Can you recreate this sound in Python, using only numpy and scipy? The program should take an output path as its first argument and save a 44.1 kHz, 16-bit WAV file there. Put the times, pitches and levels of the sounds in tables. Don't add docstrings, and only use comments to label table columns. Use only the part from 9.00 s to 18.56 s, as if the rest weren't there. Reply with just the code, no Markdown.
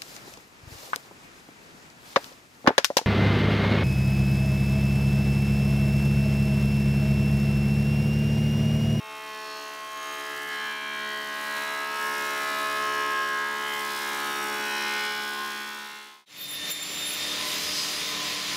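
import sys
import numpy as np
from scipy import signal
from scipy.io import wavfile
from scipy.ndimage import uniform_filter1d

SR = 44100
rng = np.random.default_rng(int(sys.argv[2]) if len(sys.argv) > 2 else 0)


def bounce(signal):
    frames = np.transpose(np.atleast_2d(signal))
    limited = np.clip(frames, -1, 1)
    pcm = np.round(limited * 32767).astype(np.int16)
    wavfile.write(sys.argv[1], SR, pcm)


N = 421596
HOP = 256
CHANGE_S = 7.257
KNIVES, TEETH = 3, 96

# t/s, then relative level/dB of whine, chips, rasp, body drone
PLANER_LEVELS = [(0.0, -54.5, -63, -60, -53), (0.1, -51, -58.5, -55.5, -49.5), (0.55, -48, -57.5, -51, -48),
                 (0.9, -50, -57, -53, -48.5), (1.1, -45.5, -53.5, -50, -45.5), (1.4, -44, -53, -51, -44.5),
                 (1.46, -44, -52.5, -53, -46), (1.52, -41.5, -54, -48, -47),
                 (1.68, -40, -55.5, -48.5, -48.5), (1.8, -42.5, -58, -51.5, -48),
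                 (2.1, -40, -56, -49.5, -45.5), (2.26, -40.5, -54, -49.5, -45.5),
                 (2.57, -37, -49, -47.5, -43.5), (2.89, -37.5, -52.5, -48, -45), (3.05, -34, -47, -46, -43),
                 (3.58, -34, -48, -44, -41), (4.0, -35, -50.5, -45, -40), (4.5, -37, -54.5, -47, -44.5),
                 (4.73, -37.5, -47, -47, -42.5), (4.97, -35.5, -46, -44.5, -43.5),
                 (5.45, -36.5, -46.5, -45.5, -39), (6.0, -36, -49, -42.5, -43), (6.3, -39, -50, -47, -45),
                 (6.6, -38, -48.5, -45, -46), (7.05, -38, -49, -41, -46)]
# t/s, then relative level/dB of rumble, cutting hiss, sizzle, plate ring
SAW_LEVELS = [(7.3, -48, -41, -55, -49.5), (7.45, -49, -49, -55, -46), (7.57, -47.5, -38, -52, -54),
              (7.705, -41.5, -34, -50, -44.5), (7.725, -48, -39.5, -51, -51.5),
              (7.9, -43.5, -37.5, -51, -46), (8.1, -43, -37.5, -50, -42.5),
              (8.25, -41.5, -37.5, -47, -38.5), (8.4, -40.5, -38.5, -46, -37.5),
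              (8.52, -40.5, -35.5, -42.5, -37.5), (8.6, -40.5, -39, -45.5, -36),
              (8.82, -42.5, -40.5, -45, -34), (9.07, -42, -38.5, -46.5, -37.5),
              (9.16, -41, -36.5, -47, -39.5), (9.28, -40.5, -36.5, -46.5, -37.5),
              (9.45, -43, -35, -48.5, -40.5), (9.56, -40, -35.5, -46, -38)]


def planer():
    # t/s, turn rate/Hz
    speed = [(0.0, 72.4), (0.38, 71.96), (1.56, 71.72), (1.96, 71.2), (2.93, 71.67), (4.39, 71.04),
             (4.67, 71.6), (4.97, 70.8), (5.37, 70.96), (5.94, 70.44), (6.26, 70.5), (7.2, 70.74)]
    at, t, hops = span(0, CHANGE_S)
    hz = curves(speed, t)[0]
    turns = np.cumsum(hz) / SR
    knife = (KNIVES * turns).astype(int)
    knife_db = np.array([0, -8, -10])
    blows = amp(knife_db[knife % KNIVES]) * np.exp(-(KNIVES * turns % 1) / 2.3)
    belt = 1 + .07 * np.cos(2 * np.pi * 17.5 * t)
    whine = knife_whine(t, hops, turns, hz.mean())
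    rasp = knife_rasp(t, hops, turns, hz.mean(), blows)
    return at, whine + belt * (rasp + chip_spray(t, knife, blows)) + planer_roar(t)


def knife_whine(t, hops, turns, mean_hz):
    # multiple, relative level/dB
    short_board = [(1, -33), (2, -29.5), (3, -21), (4, -17), (5, -19.5), (6, -8.5), (7, -24), (8, -23),
                   (9, -8.5), (10, -15.5), (11, -14), (12, -6), (13, -25), (14, -10.5), (15, 0), (16, -19),
                   (17, -2.5), (18, -8), (19, -8), (20, -10), (21, -9), (22, -14), (23, -5), (24, -4),
                   (25, -15), (26, -9), (27, -5.5), (28, -13), (29, -12.5), (30, -5.5), (31, -29),
                   (32, -19), (33, -11), (34, -7), (35, -23.5), (36, -11), (37, -6), (38, -8), (39, -33),
                   (40, -15), (41, -10), (42, -14), (43, -12), (44, -5), (45, -15.5), (46, -10.5),
                   (47, -31), (48, -24)]
    half_board = [(1, -32.5), (2, -29.5), (3, -20), (4, -18.5), (5, -17), (6, -8.5), (7, -27.5), (8, -16),
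                  (9, -10), (10, -23), (11, -20.5), (12, -12), (13, -11), (14, -13), (15, 0), (16, -18.5),
                  (17, -12.5), (18, -3), (19, -20), (20, -12.5), (21, -12), (22, -19.5), (23, -1), (24, -4),
                  (25, -16.5), (26, -23), (27, -12.5), (28, -13), (29, -14.5), (30, -12), (31, -18),
                  (32, -19.5), (33, -17), (34, -37), (35, -13.5), (36, -14), (37, -39), (38, -19),
                  (39, -18), (40, -17.5), (41, -16.5), (42, -24), (43, -16.5), (44, -24), (45, -23.5),
                  (46, -80), (47, -20.5), (48, -21)]
    long_board = [(1, -35.5), (2, -30), (3, -12), (4, -20), (5, -12.5), (6, -10.5), (7, -31), (8, -17.5),
                  (9, -21), (10, -23), (11, -16.5), (12, -3), (13, -17), (14, -7), (15, -5), (16, -24),
                  (17, -13), (18, -6), (19, -16), (20, -10.5), (21, 0), (22, -15), (23, -4), (24, -8),
                  (25, -15), (26, -9.5), (27, -20), (28, -15), (29, -15), (30, -10), (31, -26), (32, -12),
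                  (33, -14), (34, -17), (35, -14), (36, -14.5), (37, -33), (38, -18), (39, -19.5),
                  (40, -26), (41, -18.5), (42, -13), (43, -26), (44, -19.5), (45, -12.5), (46, -15),
                  (47, -31), (48, -10.5)]
    # multiple, level/dB over the whine
    loud_orders = [(3, -21.5), (12, -13.0), (15, -5.5), (18, -13), (21, -16.0), (23, -11), (24, -15.5)]
    # middle t/s, length/s, multiple, peak/dB over the whine
    grain_swells = [(0.0, 0.8, 12, 2), (0.27, 1.86, 15, 3.5), (0.3, 1.2, 3, -21), (0.378, 0.42, 24, -1),
                    (0.54, 1.1, 21, -2.5), (0.81, 1.66, 12, -6), (0.92, 0.32, 15, 3.5),
                    (0.96, 1.8, 18, -7.5), (1.41, 1.1, 24, 1), (1.57, 1.44, 23, -0.5), (2.06, 0.89, 3, -17),
                    (2.07, 0.67, 15, -4.5), (2.08, 1.1, 21, -4.5), (2.434, 0.15, 12, -13),
                    (2.84, 1.16, 23, -3), (2.847, 0.47, 18, -7), (2.998, 0.6, 15, -13),
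                    (3.993, 2.1, 24, -4.5), (4.017, 1.74, 18, -2.5), (4.13, 0.86, 15, 0.0),
                    (4.304, 0.86, 23, 2), (4.39, 0.23, 21, -9), (4.5, 0.6, 3, -24.5), (4.7, 0.2, 12, -8),
                    (4.85, 0.25, 15, -9), (5.33, 1.1, 24, -12), (5.39, 0.32, 18, -4), (5.4, 1.2, 23, -9.0),
                    (5.58, 1.09, 3, -17.5), (5.79, 1.4, 12, -7), (6.166, 1.6, 21, 0),
                    (6.408, 0.52, 23, -5.5), (6.43, 0.17, 15, -3), (6.65, 0.35, 24, -22),
                    (6.74, 1.15, 3, -13.5), (6.846, 0.25, 15, -27), (6.98, 0.78, 12, -12),
                    (7.155, 0.16, 15, -6), (7.15, 0.85, 18, -10)]
    whine_db, _, _, body_db = curves(PLANER_LEVELS, t)
    loud_db = swollen(loud_orders, grain_swells, hops)
    stages_s = [.9, 2.6, 4.3, 5.7]
    short = np.interp(hops, stages_s, [1, 0, 0, 0])
    long = np.interp(hops, stages_s, [0, 0, 0, 1])
    k = np.transpose(short_board)[0]
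    order_db = board_resonance(k * mean_hz, hops)
    for stage, share in (short_board, short), (half_board, 1 - short - long), (long_board, long):
        order_db += np.outer(np.transpose(stage)[1], share)
    quiet = ~np.isin(k, list(loud_db))
    low, upper = quiet & (k <= 9), quiet & (k > 9)
    drone = amp(body_db + 6) * orders(turns, k[low], order_db[low], wander=.34, seconds=.26)
    whine = amp(whine_db + 1) * orders(turns, k[upper], order_db[upper], wander=.75, seconds=.2)
    loud = amp(whine_db) * orders(turns, list(loud_db), list(loud_db.values()), wander=.18, seconds=.05)
    return drone + whine + loud


def knife_rasp(t, hops, turns, mean_hz, blows):
    # f/Hz, relative level/dB
    outline = [(3400, -18), (4200, -22.5), (5000, -23.5), (5800, -27), (7000, -32), (8500, -37.5),
               (11000, -37.5), (13600, -47)]
    k = np.arange(49, 190)
    order_db = spectrum_at(outline, k * mean_hz) + 2 * rng.standard_normal(len(k))
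    order_db += 3.25 * (k % KNIVES == 0)
    order_db = order_db[:, None] + board_resonance(k * mean_hz, hops)
    rasp = orders(turns, k, order_db, wander=1, seconds=.22)
    rasp_db = curves(PLANER_LEVELS, t)[2]
    return amp(rasp_db + 7) * unit_rms(.86 + blows) * rasp


def board_resonance(hz, hops):
    # middle t/s, length/s, f/Hz, width/Hz, lift/dB
    resonances = [(0.52, 0.58, 4260, 150, 6), (0.55, 0.7, 5450, 400, 6), (0.84, 0.68, 3170, 220, 3.5),
                  (1.003, 0.85, 6500, 400, 12), (1.22, 0.41, 4950, 220, 8), (1.493, 0.44, 1910, 500, 6),
                  (1.862, 0.55, 2310, 220, 12), (2.148, 1, 3198, 220, 20.5), (2.15, 0.44, 4400, 250, 7),
                  (2.21, 1.6, 1860, 220, 6), (2.738, 0.72, 3970, 220, 11), (3.312, 0.62, 2630, 220, 1),
                  (3.4, 1.2, 5606, 220, 6), (3.59, 0.78, 2230, 219, 2.5), (3.61, 0.53, 3830, 220, 5),
                  (4.31, 0.36, 5480, 220, 12.5), (4.46, 1, 3080, 220, 6), (4.718, 0.22, 3094, 300, 12),
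                  (4.75, 0.24, 2000, 300, 9.5), (5.0, 0.29, 5100, 250, 10), (5.34, 0.21, 3730, 229, 8),
                  (5.35, 0.4, 5680, 250, 9), (5.768, 0.86, 5560, 220, 11), (5.845, 0.56, 2620, 220, 11.5),
                  (5.86, 1.3, 2930, 220, 4), (5.877, 0.31, 2150, 220, 5), (6.138, 0.79, 5150, 219, 12),
                  (6.28, 1.4, 3932, 220, 3), (6.553, 0.5, 6550, 250, 9), (6.897, 0.69, 2100, 200, 6),
                  (6.95, 0.75, 2750, 200, 11.5)]
    return sum(db * np.outer(bell(hz, f, width), bell(hops, middle, length))
               for middle, length, f, width, db in resonances)


def chip_spray(t, knife, blows):
    # f/Hz, relative level/dB
    spectrum = [(1470, -62), (2500, -14), (3100, -7), (4240, -10), (5590, -8.5), (6030, -9.5),
                (13400, -11.5), (15600, -15)]
    chips_db = curves(PLANER_LEVELS, t)[1]
    sizes = amp(2 * rng.standard_normal(knife[-1] + 1))
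    bursts = unit_rms(.44 + blows * sizes[knife])
    return amp(chips_db + 5) * bursts * noise(spectrum, len(t), patchy_db=1)


def table_saw():
    # t/s, f/Hz
    tooth_rate = [(7.25, 3612), (7.6, 3605), (7.9, 3618), (8.2, 3626), (8.55, 3631), (8.8, 3643),
                  (9.1, 3641), (9.56, 3647)]
    at, t, hops = span(CHANGE_S, N / SR)
    turns = np.cumsum(curves(tooth_rate, t)[0]) / SR / TEETH
    blade = tooth_song(hops, turns) + plate_ring(t, turns)
    return at, blade + cutting_hiss(t, turns) + blade_scrapes(t) + saw_rumble(t, turns)


def tooth_song(hops, turns):
    # multiple, level/dB
    singing_orders = [(27, -71), (48, -57.5), (96, -54), (192, -56), (288, -57), (384, -65.0)]
    # middle t/s, length/s, multiple, peak/dB
    squeals = [(7.418, 0.08, 384, -39.5), (7.42, 0.15, 96, -46), (7.502, 0.05, 192, -48.5),
               (7.529, 0.09, 288, -45), (7.532, 0.08, 384, -40), (7.639, 0.17, 48, -52.0),
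               (7.643, 0.3, 96, -37.5), (7.661, 0.026, 288, -48), (7.702, 0.08, 384, -45.0),
               (7.716, 0.05, 192, -43), (7.72, 0.03, 384, -38.0), (7.742, 0.1, 288, -56.0),
               (7.825, 0.035, 96, -43.5), (7.823, 0.021, 192, -41), (7.991, 0.51, 192, -43),
               (8.002, 0.31, 384, -50), (8.026, 0.17, 96, -36.5), (8.099, 0.66, 288, -50.5),
               (8.1, 0.068, 288, -36.5), (8.14, 0.09, 384, -45.0), (8.234, 0.74, 48, -57),
               (8.266, 0.21, 96, -36.5), (8.395, 0.04, 96, -39.5), (8.466, 0.38, 27, -46.5),
               (8.591, 0.2, 192, -51.0), (8.663, 0.9, 384, -55.5), (8.744, 0.09, 96, -48.5),
               (8.754, 0.04, 192, -53), (8.81, 0.13, 27, -47), (8.894, 0.07, 96, -48),
               (8.901, 0.1, 192, -47.0), (8.944, 0.08, 288, -53), (9.065, 0.2, 96, -45),
               (9.197, 0.19, 48, -53.5), (9.241, 0.51, 27, -44.5), (9.307, 0.13, 96, -46.5),
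               (9.5, 0.12, 96, -47.5), (9.548, 0.065, 27, -44)]
    level_db = swollen(singing_orders, squeals, hops)
    harmonics = TEETH * np.arange(1, 5)
    tone = orders(turns, harmonics, [level_db[k] for k in harmonics], wander=.37, seconds=.012)
    bevel_db = level_db[TEETH // 2] + np.array([[0], [-4], [-9], [-9]])
    bevels = orders(turns * TEETH / 2, [1, 3, 5, 7], bevel_db, wander=.58, seconds=.03)
    board_note = orders(turns, [27], level_db[27], wander=.5, seconds=.03)
    return tone + bevels + board_note


def plate_ring(t, turns):
    # f/Hz, width/Hz, relative level/dB
    modes = [(4100, 500, -3), (4950, 500, 3.5), (5500, 300, -8), (5970, 330, -3.5), (6470, 300, -5),
             (7900, 300, -11), (8800, 400, -10), (10000, 500, -19), (10700, 300, -17), (11500, 400, -17)]
    k = np.arange(TEETH + 4, 320, 2)
    hz = k * turns[-1] / len(t) * SR
    response = sum(amp(db) / (1 + (2 * (hz - f) / width) ** 2) for f, width, db in modes)
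    order_db = 20 * np.log10(response)[:, None] + 1.9 * rng.standard_normal((len(k), 1))
    ring = orders(turns, k, order_db, wander=1.1, seconds=.03)
    ring_db = curves(SAW_LEVELS, t)[3]
    return amp(ring_db + .98 * (ring_db - ring_db.max()) + 2.5) * unit_rms(ring)


def cutting_hiss(t, turns):
    # f/Hz, relative level/dB
    tearing = [(470, -51), (800, -16.5), (1030, -10.5), (1510, -13.5), (1800, -5), (3200, -2.5), (3700, -2),
               (4360, -4.5), (7480, -14.5), (8000, -36), (10400, -50), (17600, -120)]
    treble = [(3240, -35), (5500, -3), (8390, -4), (10600, -3), (12700, -5.5), (14800, -8), (15600, -10.5)]
    _, cut_db, sizzle_db, ring_db = curves(SAW_LEVELS, t)
    throb = 1 + .055 * np.cos(4 * np.pi * turns) + .049 * np.cos(8 * np.pi * turns)
    hiss = amp(.6 * cut_db + .4 * ring_db + 5) * noise(tearing, len(t), patchy_db=1)
    sizzle = amp(sizzle_db + 4.5) * noise(treble, len(t), patchy_db=2.8)
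    return throb * (hiss + sizzle)


def blade_scrapes(t):
    # t/s, peak/dB, length/s
    scrapes = [(7.716, -34.5, 0.015), (7.832, -38, .01)]
    # f/Hz, relative level/dB
    spectrum = [(7000, -25), (9000, -13), (10900, 2), (12000, -12), (13500, -4), (14500, -3), (15800, -11)]
    envelope = sum(amp(db) * np.exp(-2 * ((t - middle) / length) ** 2) for middle, db, length in scrapes)
    return envelope * noise(spectrum, len(t), patchy_db=1)


def planer_roar(t):
    # f/Hz, relative level/dB
    spectrum = [(30, -28), (60, -14), (110, -12), (220, -5), (400, -1), (600, -4), (850, -3), (1200, 0),
                (1700, 0), (2200, -2), (2800, -3), (3600, -6), (4800, -11), (8000, -22), (10000, -50)]
    whine_db, _, rasp_db, body_db = curves(PLANER_LEVELS, t)
    roar = amp(.5 * rasp_db + .2 * whine_db + .3 * body_db - 2.8) * noise(spectrum, len(t), patchy_db=1)
    hum = amp(body_db - body_db.max()) * orders(t, [296], -56, wander=.28, seconds=.05)
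    return roar + hum


def saw_rumble(t, turns):
    # multiple, relative level/dB
    shaft_orders = [(1, -37), (2, -11), (3, -34.5), (4, -13.5), (5, -5.5), (6, -9), (7, -12.5), (8, -14.5),
                    (9, -28), (10, -11), (11, -6), (12, -8), (13, -14), (14, -32), (15, -21), (16, -1.5),
                    (17, -12), (18, -18), (19, -8.5), (20, -13.5), (21, -11), (22, -19), (23, -23),
                    (24, -15), (25, -12), (26, -5.5), (27, 1), (28, -8), (29, -4), (30, -4), (31, -6),
                    (32, -24), (33, -2.5), (34, -7), (35, -8), (36, -9), (37, -16), (38, -12), (39, -6),
                    (40, -8)]
    # f/Hz, relative level/dB
    spectrum = [(15, -61), (25, -35), (178, -2), (261, -9.5), (292, -3.5), (326, -3), (596, -3), (860, -9),
                (996, -14), (1520, -9), (2000, -7), (2600, -20), (4400, -120)]
    drone = [(30, -25), (60, -4), (110, -7), (170, 4), (260, -12), (500, -40)]
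    rumble_db = curves(SAW_LEVELS, t)[0]
    rumble = amp(rumble_db - 4) * noise(spectrum, len(t), patchy_db=.5)
    k, db = np.transpose([row for row in shaft_orders if row[0] != 27])
    shaft_db = rumble_db + .92 * (rumble_db - rumble_db.max()) - 8.5
    shaft = amp(shaft_db) * orders(turns, k, db[:, None], wander=.61, seconds=.1)
    motor = amp(-59) * noise(drone, len(t), patchy_db=1.5)
    hum = amp(rumble_db - np.median(rumble_db)) * orders(t, [295.8], -51, wander=.14, seconds=.05)
    return rumble + shaft + motor + hum


def orders(turns, multiples, levels_db, wander, seconds):
    n = len(turns)
    drift = (1 + wander * slow_drift(n, seconds, len(multiples))) / np.sqrt(1 + wander ** 2)
    sizes = amp(levels_db) * abs(drift)
    phases = np.unwrap(np.angle(drift)) + rng.uniform(0, 2 * np.pi, (len(multiples), 1))
    return np.sqrt(2) * sum(per_sample(size, n) * np.cos(2 * np.pi * k * turns + per_sample(phase, n))
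                            for k, size, phase in zip(multiples, sizes, phases))


def noise(spectrum, length, patchy_db):
    hz = np.fft.rfftfreq(4 * HOP, 1 / SR)
    real, imag, patches = rng.standard_normal((length // HOP + 5, len(hz), 3)).T
    patches = unit_rms(uniform_filter1d(uniform_filter1d(patches, 14, axis=0), 12, axis=1))
    frames = (real + 1j * imag) * amp(spectrum_at(spectrum, hz)[:, None] + patchy_db * patches)
    return unit_rms(signal.istft(frames, nperseg=4 * HOP, noverlap=3 * HOP)[1][:length])


def slow_drift(length, seconds, count):
    z = rng.standard_normal((count, length // HOP + 2, 2)) @ [1, 1j]
    width = max(round(seconds * SR / HOP), 1)
    smooth = lambda v: uniform_filter1d(uniform_filter1d(v, width, axis=1), width, axis=1)
    return unit_rms(smooth(z.real) + 1j * smooth(z.imag))


def swollen(rest, swells, t):
    sizes = {k: amp(db) for k, db in rest}
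    for middle, length, k, peak_db in swells:
        sizes[k] = sizes[k] + amp(peak_db) * bell(t, middle, length)
    return {k: 20 * np.log10(size) for k, size in sizes.items()}


def span(start_s, end_s):
    at = np.arange(round(start_s * SR), min(round(end_s * SR), N))
    return at, at / SR, start_s + np.arange(len(at) // HOP + 2) * HOP / SR


def spectrum_at(points, hz):
    f, db = np.transpose(points)
    return np.interp(np.log(hz + 1), np.log(f + 1), db)


def curves(rows, t):
    times, *columns = np.transpose(rows)
    return [np.interp(t, times, column) for column in columns]


def per_sample(row, length):
    return np.interp(np.arange(length) / HOP, np.arange(len(row)), row)


def bell(x, middle, width):
    return np.exp(-(2 * (x - middle) / width) ** 2)


def amp(db):
    return 10 ** (np.asarray(db) / 20)


def unit_rms(x):
    return x / np.sqrt(np.mean(abs(x) ** 2) + 1e-20)


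def scene():
    fade_out_s, fade_in_s = .93, .19
    mix, t = np.zeros(N), np.arange(N) / SR
    for at, sound in (planer(), table_saw()):
        mix[at] += sound
    fade = np.clip(np.maximum((CHANGE_S - t) / fade_out_s, (t - CHANGE_S) / fade_in_s), 0, 1)
    return np.array([mix, mix]) * fade


def record(dry):
    low_hz, top_hz = 55, 15740
    thin = signal.sosfilt(signal.butter(2, low_hz, "high", fs=SR, output="sos"), dry)
    lowpass = signal.firwin(2047, top_hz, window=("kaiser", 9), fs=SR)
    return signal.oaconvolve(thin, lowpass[None], "same")


dry = scene()
out = record(dry)
bounce(out)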